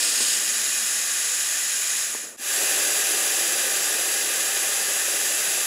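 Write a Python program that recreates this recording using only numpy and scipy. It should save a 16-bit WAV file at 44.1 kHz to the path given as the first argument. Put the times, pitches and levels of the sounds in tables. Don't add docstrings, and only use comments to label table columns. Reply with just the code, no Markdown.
import sys
import numpy as np
from scipy import signal
from scipy.fft import rfft, irfft, next_fast_len
from scipy.io import wavfile
from scipy.ndimage import uniform_filter1d

SR = 44100
rng = np.random.default_rng(int(sys.argv[2]) if len(sys.argv) > 2 else 0)


def to_wav(s):
    ch = np.atleast_2d(s).T
    pcm = np.round(np.clip(ch, -1, 1) * 32767)
    wavfile.write(sys.argv[1], SR, pcm.astype(np.int16))


N = 249899
TIME = np.arange(N) / SR
MOVE_S = 2.3655


def undb(db):
    return 10 ** (np.asarray(db) / 20)


def ramp(start_s, length_s):
    return np.clip((TIME - start_s) / length_s, 0, 1)


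def wander(rate_hz):
    hold = int(SR / rate_hz)
    steps = np.repeat(rng.standard_normal(N // hold + 1), hold)
    return 0.82 * uniform_filter1d(uniform_filter1d(steps, hold), hold)[:N]


def turbulence(slow_db, quick_db):
    return rng.standard_normal(N) * undb(slow_db * wander(5) + quick_db * wander(250))


def colour(noise, curve, bells=()):
    size = next_fast_len(N)
    f = np.maximum(np.arange(size // 2 + 1) * SR / size, 1)
    hz, db = np.transpose(curve)
    gain_db = np.interp(np.log(f), np.log(hz), db)
    for centre_hz, width_hz, bell_db in bells:
        gain_db += bell_db / (1 + (2 * (f - centre_hz) / width_hz) ** 2)
    shaped = irfft(rfft(noise, size) * undb(gain_db), size)[:N]
    return shaped / np.std(shaped)


def garage(direct, t60_s=0.27):
    t = np.arange(SR // 2) / SR
    tail = rng.standard_normal(len(t)) * 1000 ** (-t / t60_s) * (t > .003)
    tail *= undb(-9) / np.sqrt(np.sum(tail ** 2))
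    tail = signal.sosfilt(signal.butter(1, 7000, fs=SR, output="sos"), tail)
    return direct + signal.fftconvolve(direct, tail)[:N]


# f/Hz, level/dB
JET_EQ = [(200, -44), (700, -19), (1100, -20.5), (1500, -12), (3000, -10.5), (4300, -10), (6000, -8.5),
          (8000, -7), (9300, -11), (11000, -7.5), (11500, -16), (14500, -17), (15000, -25), (16000, -31)]
# f/Hz, width/Hz, level/dB
JET_BELLS = [(1170, 98, 7), (1710, 320, 7), (1960, 110, 4), (2200, 125, -4.5), (2475, 190, 5.5),
             (2850, 100, 2.5), (3280, 130, 1.5), (3620, 120, -4), (3810, 140, 4.5), (4450, 190, -5.5),
             (4960, 420, 2), (5570, 200, 1.5), (6030, 160, -3), (6550, 280, 5), (7020, 730, 8),
             (7600, 300, 1.5), (8000, 200, 1), (8660, 250, -4), (9420, 120, -2), (9550, 150, 4),
             (10110, 430, 5.5), (10560, 500, 4.5), (12500, 300, 3.5), (13000, 200, -4), (13400, 400, 2)]

def valve_jet(shut, flow, level_db=-23.5, sag_db_per_s=0.44):
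    hiss = colour(garage(turbulence(0.16, 0.69)), JET_EQ, JET_BELLS)
    presence = signal.sosfiltfilt(signal.butter(1, [2800, 5500], "bandpass", fs=SR, output="sos"), hiss)
    hiss -= 0.3 * np.sqrt(shut) * presence
    return undb(level_db - sag_db_per_s * TIME) * flow * hiss


# f/Hz, level/dB
LEAK_EQ = [(1500, -34), (2800, -4.5), (4000, -6.5), (5100, 2.5), (5900, -10), (7000, -4), (8000, 1),
           (9200, -1.5), (9800, -9), (12000, -16), (14000, -24)]

def side_leak(flow, seat_drop_db=7.5, sag_db_per_s=5):
    level_db = -25.5 - seat_drop_db * ramp(0.34, 0.07) - sag_db_per_s * TIME
    return undb(level_db) * flow ** 1.6 * colour(turbulence(1.5, 2.5), LEAK_EQ)


# f/Hz, level/dB
MURMUR_EQ = [(25, -46), (60, -29), (120, -14), (200, -7.5), (300, -0.5), (550, 1), (900, -9), (1300, -6),
             (2200, -11), (4000, -40)]

def room_murmur(hold_s=0.43, settle_s=0.37):
    level_db = -50 + 6 * np.exp(-np.maximum(TIME - hold_s, 0) / settle_s)
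    return undb(level_db) * colour(turbulence(0.63, 1.4), MURMUR_EQ)


def hum(centre_hz=224.9, width_hz=6.7):
    edges = [centre_hz - width_hz / 2, centre_hz + width_hz / 2]
    tone = signal.sosfilt(signal.butter(2, edges, "bandpass", fs=SR, output="sos"), rng.standard_normal(N))
    level_db = -57.5 - 8.5 * ramp(start_s=1, length_s=0.2)
    return undb(level_db) * tone / np.std(tone)


# f/Hz, level/dB
RUMBLE_EQ = [(20, -16), (40, -9), (70, -1), (120, 1), (250, -17), (500, -40)]

def electrical_rumble(level_db=-78.5):
    return undb(level_db) * colour(rng.standard_normal(N), RUMBLE_EQ)


# t/s, peak level before the low cut/dB, ring time factor, tilt/(dB per octave)
KNOCK_CUES = [(.202, -26.5, 2.4, -2), (2.147, -26.5, .8, 3.5), (2.239, -37, 0.9, -1),
              (2.394, -41, 1.5, -17)]
# f/Hz, level/dB, base t60/s
STAND_MODES = [(243, -3, 0.057), (349, -4, 0.071), (458, -1, 0.07), (591, -5, 0.043), (716, -3, .04),
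               (870, -3, 0.029), (1080, 0.5, .025)]

def stand_knocks(contact_s=0.001):
    track = np.zeros(N + SR)
    t = np.arange(SR // 2) / SR
    for start_s, peak_db, ring, tilt in KNOCK_CUES:
        knock = np.zeros(len(t))
        for k, (hz, mode_db, t60_s) in enumerate(STAND_MODES):
            gain = (-1) ** k * undb(mode_db + tilt * np.log2(hz / 345))
            knock += gain * np.sin(2 * np.pi * hz * t) * 1000 ** (-t / (t60_s * ring))
        knock *= 1 - np.exp(-t / contact_s)
        start = int(start_s * SR)
        track[start:start + len(t)] += undb(peak_db) * knock / np.max(np.abs(knock))
    return signal.sosfilt(signal.butter(2, 180, "highpass", fs=SR, output="sos"), track[:N])


# f/Hz, level/dB
NEAR_JET_EQ = [(200, -58), (700, -25.5), (1100, -14.5), (1500, -10), (3000, -7.5), (4300, -7.5),
               (6000, -5.5), (8000, -5), (8700, -9), (9400, -9), (11400, -7.5), (11900, -14),
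               (14000, -15.5), (16000, -19)]
# f/Hz, width/Hz, level/dB
NEAR_JET_BELLS = [(1195, 110, 4.5), (1520, 68, 4.5), (1658, 110, 6), (1777, 214, 5), (2010, 200, 4),
                  (2220, 134, -5.5), (2460, 110, 4.5), (2640, 190, 4.5), (2840, 82, 3), (3060, 80, 0),
                  (3280, 80, 0), (3600, 150, 0), (3880, 120, 1), (4350, 230, -6.5), (4820, 360, 3),
                  (5200, 200, -4), (5500, 150, -0.5), (6650, 420, 3.5), (7340, 700, 4.5), (7850, 250, 1.5),
                  (9400, 300, -2), (10100, 670, 6.5), (10730, 710, 5.5), (12100, 200, 2), (12700, 600, 7),
                  (13400, 200, -3), (13900, 400, 0), (14600, 300, 0)]

def near_jet(full_db=-21.7, full_at_s=2.63):
    swell_db = -2 * (1 - ramp(MOVE_S, full_at_s - MOVE_S))
    sag_db = -1.57 * ramp(full_at_s, 1.48)
    hiss = colour(garage(turbulence(0.14, 0.75)), NEAR_JET_EQ, NEAR_JET_BELLS)
    return undb(full_db + swell_db + sag_db) * hiss


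# f/Hz, level/dB
RUSH_EQ = [(25, -48), (60, -37), (120, -25), (200, -12), (280, -9.5), (330, -3.5), (450, -2), (650, -3),
           (900, -6), (1200, -17.5), (2500, -52)]
# f/Hz, width/Hz, level/dB
CAVITY_MODES = [(310, 17, 5), (407, 55, 4), (470, 27, -1.5), (533, 42, 4.5), (586, 19, 6), (785, 37, 9),
                (990, 110, -3.5)]

def cavity_rush(sag_db_per_s=0.96):
    swell_db = -4.5 * (1 - ramp(start_s=2.543, length_s=0.071))
    level_db = -37 + swell_db - sag_db_per_s * (TIME - MOVE_S)
    return undb(level_db) * colour(turbulence(0.33, 1.9), RUSH_EQ, CAVITY_MODES)


def scene(seep_db=-24.5):
    shut = ramp(start_s=2.01, length_s=0.36)
    flow = np.hypot(1 - shut, undb(seep_db))
    far = valve_jet(shut, flow) + side_leak(flow) + room_murmur() + hum()
    near = near_jet() + cavity_rush()
    cut_out = 1 - ramp(MOVE_S - 0.001, 0.0012)
    fade_in = ramp(MOVE_S, 0.15)
    mono = cut_out * far + fade_in * near + stand_knocks() + electrical_rumble()
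    return np.array([mono, mono])


def record(dry, top_hz=15730):
    return signal.sosfilt(signal.ellip(16, .3, 90, top_hz, fs=SR, output="sos"), dry)


dry = scene()
out = record(dry)
to_wav(out)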